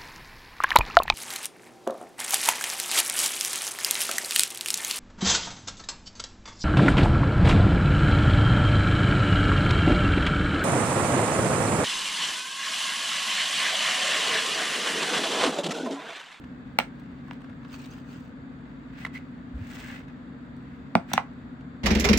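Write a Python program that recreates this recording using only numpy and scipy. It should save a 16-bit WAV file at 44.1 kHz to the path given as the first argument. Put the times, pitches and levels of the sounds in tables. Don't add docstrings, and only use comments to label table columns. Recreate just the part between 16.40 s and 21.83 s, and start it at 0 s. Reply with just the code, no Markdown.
import sys
import numpy as np
from scipy import signal
from scipy.fft import rfft, irfft, next_fast_len
from scipy.io import wavfile
from scipy.ndimage import uniform_filter1d, map_coordinates

SR = 44100
rng = np.random.default_rng(int(sys.argv[2]) if len(sys.argv) > 2 else 0)


def store_pcm(level_fs):
    pcm = np.round(np.clip(level_fs, -1, 1) * 32767).astype(np.int16)
    wavfile.write(sys.argv[1], SR, np.atleast_2d(pcm).T)


N = 239621
T = np.arange(N) / SR
HIT_SIZE = 8192
LEFT_RIGHT = np.array([[1], [-1]])

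# f/Hz, bandwidth/Hz, gain/dB
FIRST_EDGE_MODES = [(2980, 830, 3), (3940, 520, 0), (5040, 440, -15), (5800, 870, -5.5), (8000, 550, 3),
                    (8200, 440, -6.5), (11500, 1900, -21.5), (15100, 2000, 4.5)]
# f/Hz, bandwidth/Hz, gain/dB
WALL_MODES = [(870, 330, -13.5), (1400, 850, -13.5), (1670, 260, 5), (2000, 160, 6), (2270, 240, -7),
              (2535, 73, 3), (3300, 560, -22)]


def undb(db):
    return 10 ** (np.asarray(db) / 20)


def unit(x):
    return x / np.sqrt(np.mean(x ** 2))


def peak(x, db):
    return x * undb(db) / np.abs(x).max()


def freqs(size):
    return np.maximum(np.fft.rfftfreq(size, 1 / SR), 1)


def along(f, hz, values):
    return np.interp(np.log(f), np.log(hz), values)


def colour(x, points):
    size = x.shape[-1]
    return irfft(rfft(x) * undb(along(freqs(size), *np.transpose(points))), size)


def ring(x, modes):
    size = x.shape[-1]
    f = freqs(size)
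    response = sum(undb(db) / (1 + 1j * (f * f - hz * hz) / (f * width)) for hz, width, db in modes)
    return irfft(rfft(x) * response, size)


def walk(rate, size):
    step = max(int(SR / rate), 1)
    stairs = np.repeat(rng.standard_normal(size // step + 1), step)
    return 1.2 * uniform_filter1d(stairs, step)[:size]


def widen(mid, side, side_curve):
    return mid + LEFT_RIGHT * colour(side, side_curve)


def pan(db):
    return undb(LEFT_RIGHT * db / 2)


def add(out, s, sound):
    i = max(int(s * SR), 0)
    out[:, i:i + sound.shape[-1]] += sound[..., :N - i]


def fans(air_db=-45, whistle_db=-73, waver_db=0.73, drift_hz=0.44):
    # f/Hz, gain/dB
    air_spectrum = [(25, -19), (55, 0.5), (85, -2), (150, 0.5), (275, 2), (360, -11.5), (500, -13),
                    (800, -18.5), (1650, -18.5), (2900, -37.5), (4000, -46.5), (5600, -64), (9000, -62.5),
                    (16000, -83)]
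    # f/Hz, bandwidth/Hz, gain/dB
    whistle_modes = [(3670, 910, 2), (4495, 75, 6), (7070, 720, 3.5)]
    # f/Hz, rms level/dB
    hum_lines = [(59.5, -96), (139.5, -52), (180.3, -55), (240, -47.5), (253.5, -53), (267.5, -49.5),
                 (360.5, -67.5), (468, -68), (535, -91.5)]
    flow = colour(rng.standard_normal((2, N)), air_spectrum)
    whistle = ring(rng.standard_normal((2, N)), whistle_modes)
    whistle = colour(whistle, [(1500, -7.5), (3500, 12.5), (7500, -3.0), (11000, -15.5)])
    mid, side = undb(air_db) * unit(flow) + undb(whistle_db) * unit(whistle)
    air = widen(mid, side, [(60, -16.5), (250, -8.0), (500, -5.0), (1200, 0.5), (5000, -0.5)])
    hum = 0
    for hz, db in hum_lines:
        phase = 2 * np.pi * (np.cumsum(hz + drift_hz * walk(2.924, N)) / SR + rng.random())
        hum = hum + np.sqrt(2) * undb(db + waver_db * walk(3.7, N)) * np.sin(phase)
    return (air + hum) * pan(db=1)


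def friction(hiss, rasp, modes, slips_per_s, scatter_db, uneven_db, side_db, drift):
    # f/Hz, gain/dB
    hiss_spectrum = [(700, 4), (1500, 2.5), (2800, 8), (4500, -1), (6500, -2), (8500, -2), (10500, -24),
                     (13000, -42), (15300, 3.5), (17000, -27)]
    size = next_fast_len(N, True)
    slips = (rng.random((4, size)) < slips_per_s / SR) * rng.standard_normal((4, size))
    strength_db = scatter_db * np.minimum(rng.exponential(size=(4, size)), 4)
    slips = slips * undb(strength_db + uneven_db * walk(160, size))
    surface = unit(colour(slips[:2], hiss_spectrum))[:, :N]
    wall = colour(ring(slips[2:], modes), [(300, -19), (800, 3.0), (4700, -4.5), (9000, -22.5)])
    warped_index = np.cumsum(1 + drift * walk(25, N))
    wall = np.array([map_coordinates(w, [warped_index], order=2, mode="mirror") for w in wall])
    mid, side = hiss * surface + rasp * unit(wall)
    return mid + LEFT_RIGHT * undb(side_db) * side


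def rub(grip_hiss_db=-79, grip_rasp_db=-66, wander_db=1.8, press_db=7, rise_share=0.37, stop_s=.021):
    # t/s, duration/s, hiss level/dB, rasp reference level/dB
    rasps = [(0.38, 0.047, -57, -44), (0.834, 0.11, -71.5, -57), (2.51, 0.068, -73, -51),
             (2.558, 0.079, -59, -45), (2.723, 0.045, -60, -43), (3.11, 0.16, -69, -53),
             (3.655, 0.061, -83, -57), (4.656, 0.12, -57, -40)]
    grip = undb(wander_db * walk(rate=3.9, size=N))
    hiss, rasp = undb(grip_hiss_db) * grip, undb(grip_rasp_db) * grip
    for s, length, hiss_db, rasp_db in rasps:
        age = T - s
        rise = np.clip(age / (rise_share * length), 0, 1) ** 2
        speed = rise * np.exp(-np.maximum(age - length, 0) / stop_s)
        pressure = np.clip(age / length, 0, 1)
        hiss = np.hypot(hiss, speed * undb(hiss_db))
        rasp = np.hypot(rasp, speed * undb(rasp_db - press_db * (1.5 - pressure)))
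    return friction(hiss, rasp, WALL_MODES,
                    slips_per_s=7400, scatter_db=2.3, uneven_db=1.5, side_db=-1.5, drift=.04)


def taps(side_db=-7, crackle_db=4):
    # t/s, brush time/s, shell level/dB, tick level/dB, low-pass f/Hz
    touches = [(0.039, 0.0023, -37, -60, 2600), (0.594, 0.0034, -51, -39, 2600),
               (0.715, 0.0017, -37.5, -68, 1400), (0.881, .003, -36, -70, 1500),
               (0.932, 0.0014, -42, -36.5, 3000), (.949, .003, -43, -72, 1200),
               (1.005, 0.0054, -39, -39, 2200), (1.042, .0025, -33, -71, 1500),
               (1.094, 0.0043, -38.5, -68, 2000), (1.230, .002, -35, -74, 900),
               (1.246, 0.0051, -30, -66, 1100), (1.511, 0.0023, -47, -41, 2600),
               (1.581, .0015, -39.5, -46, 3000), (2.6492, 0.0011, -20, -35, 2600),
               (2.663, 0.0027, -27, -42, 2600), (3.681, .0022, -38, -58, 2600),
               (4.165, 0.0018, -60, -43.5, 2600), (5.208, 0.0029, -39, -68, 2600)]
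    # f/Hz, bandwidth/Hz, gain/dB
    cover_modes = [(704, 200, -7), (1110, 88, 8), (1320, 420, 9), (1710, 140, 3.5), (2600, 220, 0),
                   (3150, 250, -27)]
    out, t = np.zeros((2, N)), np.arange(HIT_SIZE) / SR
    for s, brush_s, shell_db, tick_db, soft_hz in touches:
        envelope = undb(crackle_db * walk(700, HIT_SIZE)) * t * np.exp(-t / brush_s)
        mid, side = rng.standard_normal((2, HIT_SIZE)) * envelope
        scuff = mid + LEFT_RIGHT * undb(side_db) * side
        touch = peak(ring(scuff, cover_modes), shell_db) + peak(ring(scuff, FIRST_EDGE_MODES), tick_db)
        softness = signal.butter(1, soft_hz, fs=SR, output="sos")
        add(out, s, signal.sosfilt(softness, touch) * (1 - t / t[-1]))
    return out


def disperse(x, corner_hz=1300):
    _, poles = signal.butter(4, corner_hz, fs=SR)
    return signal.lfilter(poles[::-1], poles, x)


def blow(shell_modes, edge_modes, shell_db, contact_hz, bass_hz, thump_db, tick_db, pan_db, lag_ms,
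         pitch, contact_s=.001, chatter=0.1, tick_side=0.16, table_lag_s=0.00269):
    # f/Hz, bandwidth/Hz, gain/dB
    table_modes = [(120, 29, -9), (180, 21, 5.5), (224, 47, 12), (376, 23, -7)]
    t = np.arange(HIT_SIZE) / SR
    noise = rng.standard_normal((4, HIT_SIZE))
    contact = np.exp(-t / contact_s)
    force = (t == 0) + chatter * noise[:2] * np.sqrt(contact)
    force = signal.sosfilt(signal.butter(2, contact_hz, fs=SR, output="sos"), force)
    shell = disperse(ring(force, np.array(shell_modes) * [pitch, 1, 1]))
    shell = signal.sosfilt(signal.butter(2, bass_hz, "high", fs=SR, output="sos"), shell)
    crack = (noise[2] + tick_side * LEFT_RIGHT * noise[3]) * contact
    thump = np.roll(ring(force.mean(0), table_modes), int(table_lag_s * SR))
    sound = peak(shell, shell_db) + peak(thump, thump_db) + peak(ring(crack, edge_modes), tick_db)
    sound[1] = np.roll(sound[1], round(lag_ms * SR / 1000))
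    fade = np.cos(np.pi / 2 * t / t[-1]) ** 2
    return sound * fade * pan(pan_db)


def snap_and_knocks():
    # t/s, shell level/dB, contact low-pass f/Hz, bass cut f/Hz, thump level/dB, tick level/dB,
    # left minus right/dB, right lag/ms, shell frequency ratio
    snap = [ (0.3868, -6.5, 3300, 300, -33, -17.5, -2.5, .09, 1),
            (0.3882, -2.5, 3600, 300, -33, -11, -1, .09, 1),
            (0.3972, -34, 2200, 1500, -44, -43, 2, 0, 0.89),
            (0.3999, -17.5, 2000, 300, -36, -39, -9, .2, 1.4), (0.4060, -23, 1900, 400, -40, -41, 0, 0, .9),
            (0.9106, -26, 1500, 950, -48, -58, -4, 0.027, 1.16)]
    knocks = [ (4.5530, -0.3, 1930, 250, -12, -28, -4, 0.077, 0.96),
              (4.716, -27, 1300, 702, -38, -59, -2, 0, 1),
              (4.7341, -22, 5970, 1500, -33, -10.5, -6.5, 0, 1.4),
              (4.7365, -11.5, 2200, 500, -22.5, -11, 2, .02, 1.1),
              (4.778, -3.5, 1850, 1320, -28.5, -34, -4, .08, 1.06),
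              (4.7915, -31, 1600, 1500, -40, -55, -1, 0, 1.3),
              (4.7985, -23, 1200, 800, -47, -57, -2, 0, 1.12)]
    # f/Hz, bandwidth/Hz, gain/dB
    first_shell = [(250, 78, -10), (420, 120, -13), (580, 210, -1.5), (820, 250, 4), (1370, 240, 0.5),
                   (1864, 240, 4.5), (2220, 290, 0.5), (2800, 350, -21.5), (4100, 700, -9),
                   (5800, 1200, -25)]
    second_shell = [(524, 120, -10), (733, 94, 4.5), (807, 130, 0.5), (980, 190, -4.5), (1200, 130, -11),
                    (1400, 94, -9.5), (1843, 120, -8), (2230, 170, -12.5), (2935, 250, -28),
                    (3570, 320, -26.5), (4500, 600, -19.5)]
    second_edge = [(2730, 560, 1.5), (3670, 810, 5.5), (5070, 600, -17), (5780, 420, 3.5),
                   (6940, 530, -7.5), (7950, 420, -3), (8950, 320, -27), (11630, 1400, -34),
                   (15500, 2300, 0.5)]
    out = np.zeros((2, N))
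    for s, *stroke in snap:
        add(out, s, blow(first_shell, FIRST_EDGE_MODES, *stroke))
    for s, *stroke in knocks:
        add(out, s, blow(second_shell, second_edge, *stroke))
    return out


def motion(curve):
    return undb(np.interp(T, *np.transpose(curve), left=-200, right=-200))


def drag(hiss_db=5.5, rasp_db=8):
    # t/s, level/dB
    shoves = [(1.27, -78), (1.31, -69), (1.34, -57), (1.377, -69.5), (1.395, -61.5), (1.46, -65),
              (1.52, -68), (1.59, -70.5), (1.635, -81), (1.69, -68.5), (1.735, -66), (1.79, -71.5),
              (1.93, -83)]
    # f/Hz, bandwidth/Hz, gain/dB
    flat_modes = [(1020, 140, -21), (1340, 230, 5), (1600, 250, -7), (2620, 210, 4.5), (3050, 220, -6),
                  (3780, 170, -5), (4530, 280, 2), (6200, 400, 3)]
    speed = motion(shoves)
    return friction(speed * undb(hiss_db), speed * undb(rasp_db), flat_modes,
                    slips_per_s=2200, scatter_db=1.0, uneven_db=2.5, side_db=-3, drift=.06)


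def squeaks(overtone_db=-19, grit_hz=2900, grit_width_hz=1600, grit_per_roughness=2.03):
    # t/s, duration/s, f/Hz, level/dB, roughness share
    chirps = [(1.297, .006, 3900, -54, 0.067), (1.318, .009, 2450, -54, 0.16),
              (1.347, .008, 3900, -53, 0.16), (1.399, 0.01, 2600, -56, 0.07),
              (1.437, 0.014, 4550, -54, 0.037), (1.449, 0.007, 3650, -51, 0.067),
              (1.508, 0.012, 6100, -53.5, .03), (2.648, 0.0094, 2030, -25, 0.049),
              (2.735, 0.041, 2080, -46.5, 0.106), (2.757, 0.0072, 2080, -33.5, 0.031),
              (2.768, 0.0075, 2060, -36, 0.035), (2.774, 0.0064, 2250, -41, .07)]
    out = np.zeros((2, N))
    for s, length, hz, db, roughness in chirps:
        size = int(length * SR)
        pitch_hz = hz * (1 + roughness * walk(1800, HIT_SIZE)[:size])
        phase = 2 * np.pi * np.cumsum(pitch_hz) / SR
        grit = unit(ring(rng.standard_normal((2, HIT_SIZE)), [(grit_hz, grit_width_hz, 0)]))[:, :size]
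        tone = np.sin(phase) + undb(overtone_db) * np.sin(2 * phase)
        envelope = undb(db) * signal.windows.tukey(size, .7)
        add(out, s, (tone + grit_per_roughness * roughness * grit) * envelope * pan(db=-3))
    return out


def bumps():
    # t/s, duration/s, f/Hz, peak level/dB
    nudges = [(3.135, 0.058, 64.8, -30), (3.198, 0.041, 99, -28.5)]
    out = np.zeros((2, N))
    for s, length, hz, db in nudges:
        t = np.arange(int(length * SR)) / SR
        add(out, s, undb(db) * np.sin(np.pi * t / length) * np.sin(2 * np.pi * hz * t))
    return out


def slide(hiss_db=6.5, midway_rasp_db=12, press_db_per_s=36.5):
    # t/s, level/dB
    stroke = [(3.2, -83), (3.27, -67), (3.34, -59), (3.45, -61.5), (3.58, -63), (3.61, -76), (3.65, -87)]
    speed = motion(stroke)
    start, end = stroke[0][0], stroke[-1][0]
    press_db = press_db_per_s * (np.clip(T, start, end) - (start + end) / 2)
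    return friction(speed * undb(hiss_db), speed * undb(midway_rasp_db + press_db), WALL_MODES,
                    slips_per_s=2300, scatter_db=1.5, uneven_db=1.5, side_db=-3, drift=.025)


def room(x, first_s=0.0045, build_s=0.002):
    # f/Hz, T60/s, gain/dB
    bands = [(125, 0.1, -1), (250, 0.077, -6.5), (500, 0.13, -6), (1000, 0.22, -15.5), (1995, 0.18, -15.5),
             (4000, 0.13, -14), (8000, 0.18, -13.5), (14100, 0.13, -25)]
    size = SR // 2
    t, f = np.arange(size) / SR, freqs(size)
    mid, side = rng.standard_normal((2, size))
    spectrum = rfft(widen(mid, side, [(200, -12.0), (600, -11.5), (1500, -2)]))
    swell = np.clip((t - first_s) / build_s, 0, 1)
    tail = 0
    for share, (_, t60, db) in zip(np.eye(len(bands)), bands):
        fade = swell * undb(-60 * t / t60)
        band = irfft(spectrum * along(f, np.array(bands)[:, 0], share), size)
        tail = tail + undb(db) * band * fade / np.linalg.norm(fade)
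    return signal.fftconvolve(x, tail, axes=1)[:, :N]


def scene():
    handling = snap_and_knocks() + taps() + drag() + slide() + rub() + squeaks()
    return handling + room(handling) + bumps() + fans()


def record(dry):
    ceiling, top_hz = .95, 16350
    rounded = dry / (1 + (dry / ceiling) ** 8) ** (1 / 8)
    return signal.sosfilt(signal.ellip(8, .2, 70, top_hz, fs=SR, output="sos"), rounded)


dry = scene()
out = record(dry)
store_pcm(out)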